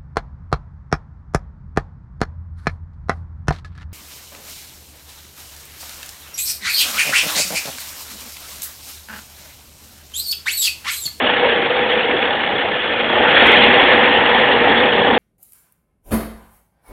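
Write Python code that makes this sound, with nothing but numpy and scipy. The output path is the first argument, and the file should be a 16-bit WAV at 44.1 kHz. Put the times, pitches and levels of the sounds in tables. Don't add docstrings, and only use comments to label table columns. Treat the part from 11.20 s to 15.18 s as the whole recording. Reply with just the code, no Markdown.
import sys
import numpy as np
from scipy import signal
from scipy.io import wavfile
from scipy.ndimage import uniform_filter1d, minimum_filter1d

SR = 44100
rng = np.random.default_rng(int(sys.argv[2]) if len(sys.argv) > 2 else 0)


def store_pcm(level_fs):
    pcm = np.round(np.clip(level_fs, -1, 1) * 32767).astype(np.int16)
    wavfile.write(sys.argv[1], SR, np.atleast_2d(pcm).T)


def attenuation_scalar(level_db):
    decades = np.asarray(level_db, float) / 20
    return 10 ** decades


N = 175518

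# (time [s], load [dB], intake roar [dB], leg ring [dB], throb depth [0-1])
THROTTLE = [(0, -13.5, -18, -24.5, 0.2), (.17, -21, -18.5, -27.5, 0.5), (.23, -18, -19.5, -15.5, 0.3),
            (.45, -20.5, -20, -22, 0.5), (.8, -20, -20.5, -19, 0.2), (1.08, -22, -20, -23.5, .4),
            (1.2, -23.5, -21, -33.5, 0.3), (1.5, -21, -22.5, -28, 0.5), (1.62, -25.5, -22, -29.5, 0.3),
            (1.9, -22, -20, -29, .4), (2.02, -13.5, -18, -22, .3), (2.2, -11.5, -9, -22, .2),
            (2.4, -10.5, -11.5, -17, 0.1), (2.75, -12.5, -13.5, -17.5, 0.1), (3.12, -15, -16.5, -20.5, .25),
            (3.45, -13, -16, -18, .25), (3.7, -15.5, -18, -18, 0.2), (3.98, -12.5, -20, -20, 0.4)]
# (time [s], change [dB], length [s])
STUMBLES = [(0.372, 2, 0.011), (0.709, 0, 0.032), (1.01, -4, 0.011), (1.016, 4.5, 0.011), (1.174, -3, .025),
            (1.557, 1.5, .025), (1.609, -4.5, 0.035), (1.846, 2, 0.024), (1.975, 1.5, 0.026),
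            (2.564, 0, 0.018), (2.721, 2.5, .02), (3.521, 2.5, 0.031), (3.952, 3.5, 0.018)]
# (frequency [Hz], width [Hz], level [dB])
COWL = [(237.3, 23, -6), (292.5, 30, -10), (388.3, 60, -11), (602, 70, -9.5), (745.3, 51, -7),
        (814.5, 36, -1), (926, 60, -9)]
# (frequency [Hz], width [Hz], level [dB])
LEG = [(472.2, 38, -4), (491.5, 35, -0.5)]
# (frequency [Hz], width [Hz], level [dB])
INTAKE = [(1457, 72, -12), (1742.5, 200, 0), (1977, 180, -2), (2171.5, 150, -2.5), (2554, 160, -7),
          (2858, 240, -6), (3132, 230, -7), (3355, 150, -2)]
# (frequency [Hz], width [Hz], level [dB])
HOWL = [(1943, 120, -3), (2146, 120, 0), (2497, 120, -1), (3230, 340, -4)]
# (frequency [Hz], width [Hz], level [dB])
DRONE = [(1758, 130, 0), (1882, 170, -1), (997, 110, -5)]
# (frequency [Hz], level per Hz [dB])
CHURN = [(25, -30), (60, -12.5), (150, -11.5), (230, -4.5), (500, -1.5), (900, -4), (1200, -11.5),
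         (2000, -16.5)]
# (frequency [Hz], level per Hz [dB])
SPRAY = [(500, -29.5), (1000, -6), (1500, -1), (2000, -3), (3300, -2), (3600, -6.5), (3900, -16.5),
         (4200, -20)]
# (time [s], click level [dB])
CLIPPED_PEAKS = [
    (2.1546, -40.5),
    (2.2562, -33.5),
    (2.2698, -24),
    (2.2759, -32.5),
    (2.3200, -25.5),
    (2.3220, -36),
    (2.3814, -46),
]


def firings():
    rate_hz, jitter, spread_db, burst_s = 32, 0.25, 2, 0.013
    turns = np.cumsum(rate_hz * np.exp(jitter * drift(12))) / SR
    fired = np.diff(np.floor(turns), prepend=0) * attenuation_scalar(spread_db * rng.standard_normal(N))
    r = np.exp(-2 / (burst_s * SR))
    bursts = signal.lfilter([1], [1, -2 * r, r * r], fired + 1e-18)
    return bursts / bursts.mean()


def throbbing(bursts, throb, share):
    return 1 + np.clip(share * throb, 0, 1) * (bursts - 1)


def stumble_db():
    t = np.arange(N) / SR
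    return sum(db * np.exp(-((t - s) / length) ** 2) for s, db, length in STUMBLES)


def cowl(load_db, pulse):
    return attenuation_scalar(-4.5 + load_db) * body(pulse * rng.standard_normal(N), COWL)


def exhaust_leg(ring_db, pulse):
    ring = body(rng.standard_normal(N), LEG)
    envelope = abs(signal.hilbert(ring)) + 0.05
    return attenuation_scalar(-1 + ring_db) * pulse * rms_one(ring / np.sqrt(envelope))


def intake(pulse):
    return attenuation_scalar(-2.5) * body(pulse * rng.standard_normal(N), INTAKE)


def howl():
    peak_s, rise_s, fall_s, peak_db = 2.36, 0.15, 0.25, -13
    drone_db, drone_end_db = -19.5, -23
    t = np.arange(N) / SR - peak_s
    rise = np.exp(-(np.minimum(t, 0) / rise_s) ** 2)
    fall = np.exp(-np.maximum(t, 0) / fall_s)
    peak = attenuation_scalar(peak_db) * fall * body(rng.standard_normal(N), HOWL)
    drone_level = attenuation_scalar(np.interp(t, [0, t[-1]], [drone_db, drone_end_db]))
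    drone = drone_level * body(rng.standard_normal(N), DRONE)
    return rise * (peak + drone) * rattle()


def churn(load_db, pulse):
    follows = 0.6
    level_db = load_db.mean() + follows * (load_db - load_db.mean())
    return attenuation_scalar(-4 + level_db) * banded(CHURN, pulse)


def spray(pulse):
    return attenuation_scalar(-2) * banded(SPRAY, pulse)


def rattle():
    return attenuation_scalar(1.35 * drift(90))


def body(drive, resonances):
    wander_db, out = 1.81, 0
    for k, (hz, width, db) in enumerate(resonances):
        r = np.exp(-np.pi * width / SR)
        fed = drive * attenuation_scalar(db + wander_db * drift(16))
        poles = [1, -2 * r * np.cos(2 * np.pi * hz / SR), r * r]
        out = out + (-1) ** k * signal.lfilter([1 - r, 0, r - 1], poles, fed)
    return rms_one(out)


def banded(spectrum, pulse):
    patchy_db, flicker_db = 0.73, 1.8
    hz, db = np.transpose(spectrum)
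    edges = np.geomspace(hz[0], hz[-1], int(3 * np.log2(hz[-1] / hz[0])) + 1)
    white = rng.standard_normal((2, N)) * pulse
    out = 0
    for k, (low, high) in enumerate(zip(edges, edges[1:])):
        band_pass = signal.butter(2, [low, high], "band", fs=SR, output="sos")
        band = signal.sosfilt(band_pass, white[k % 2])
        level_db = np.interp(np.log(low * high) / 2, np.log(hz), db)
        out = out + band * attenuation_scalar(level_db + patchy_db * drift(7) + flicker_db * drift(20))
    return rms_one(out)


def drift(rate):
    r = np.exp(-80 * np.pi * rate / SR)
    slow = signal.lfilter([1], [1, -2 * r, r * r], rng.standard_normal(N // 40 + 2002))[2000:]
    return np.interp(np.arange(N) / 40, np.arange(len(slow)), rms_one(slow))


def rms_one(x):
    return x / np.sqrt(np.mean(x ** 2) + 1e-20)


def in_time(rows):
    s, *columns = np.transpose(rows)
    return [np.interp(np.arange(N) / SR, s, c) for c in columns]


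def scene():
    load_db, roar_db, ring_db, throb = in_time(THROTTLE)
    bursts, bump_db = firings(), stumble_db()
    water_pulse = throbbing(bursts, throb, 0.5)
    low = cowl(load_db, throbbing(bursts, throb, 0.88)) + churn(load_db, water_pulse)
    leg = exhaust_leg(ring_db, throbbing(bursts, throb, 1.6))
    high = (intake(throbbing(bursts, throb, 0.72)) + spray(water_pulse)) * rattle()
    engine = attenuation_scalar(bump_db) * (low + leg)
    hiss = attenuation_scalar(roar_db + 0.4 * bump_db) * high
    return (engine + hiss + howl())[None]


def phone_voice(x):
    frame, pulses, leftover, sharpen = 40, 10, 0.56, 0.1
    post_zeros, post_poles = 0.77, 0.81
    x = np.pad(x, (120, 240))
    out, post = np.zeros(len(x)), np.zeros(len(x))
    state, lags = np.zeros(10), np.arange(11)
    for i in range(120, len(x) - 160, frame):
        if (i - 120) % (2 * frame) == 0:
            piece = x[i - 80:i + 160] * np.hamming(240)
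            r = np.correlate(piece, piece, "full")[239:250]
            r = r * np.exp(-.5 * (.047 * lags) ** 2) + 1e-9 * (lags == 0)
            matrix = r[abs(lags[:10, None] - lags[:10])] + 1e-4 * r[0] * np.eye(10)
            a = np.r_[1, -np.linalg.solve(matrix, r[1:])]
        rest = np.convolve(x[i - 10:i + frame], a, "valid")
        size = abs(rest)
        top = size >= np.sort(size)[-pulses]
        pulse = np.sign(rest) * ((1 - sharpen) * size[top].mean() + sharpen * size)
        drive = np.where(top, pulse, leftover * rest)
        drive = drive * np.sqrt(np.sum(rest ** 2) / (np.sum(drive ** 2) + 1e-20))
        past = signal.lfiltic([1], a, out[i - 10:i][::-1])
        out[i:i + frame] = signal.lfilter([1], a, drive, zi=past)[0]
        zeros, poles = a * post_zeros ** lags, a * post_poles ** lags
        post[i:i + frame], state = signal.lfilter(zeros, poles, out[i:i + frame], zi=state)
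    return post[120:] * np.std(out) / np.std(post)


def telephone(x):
    phone_sr, limit, ceiling = 8000, 0.9, 0.72
    phone = signal.resample_poly(x, 80, 441)
    phone = phone_voice(limit * np.tanh(phone / limit))
    phone = signal.sosfilt(signal.butter(2, 48.7, "high", fs=phone_sr, output="sos"), phone)
    phone = np.clip(phone, -ceiling, ceiling)
    taps = signal.firwin(32 * 441 + 1, 4002, window=("kaiser", 9), fs=phone_sr * 441)
    return signal.resample_poly(phone, 441, 80, window=taps)[:N]


def peak_limiter(x):
    room = minimum_filter1d(.95 / np.maximum(abs(x), .95), size=201)
    return x * uniform_filter1d(uniform_filter1d(room, size=100), size=100)


def clip_clicks():
    ticks = np.zeros(N)
    for s, db in CLIPPED_PEAKS:
        ticks[int(s * SR):int(s * SR) + 2] = attenuation_scalar(db + 6)
    return ticks


def top_cut(x):
    return signal.sosfilt(signal.butter(12, 15870, fs=SR, output="sos"), x)


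def record(dry):
    x = peak_limiter(telephone(dry[0]))
    x = x * np.minimum(1, (N - np.arange(N)) / 12)
    mix = np.clip(x + clip_clicks(), -1, 1)[None]
    return top_cut(mix)


dry = scene()
out = record(dry)
store_pcm(out)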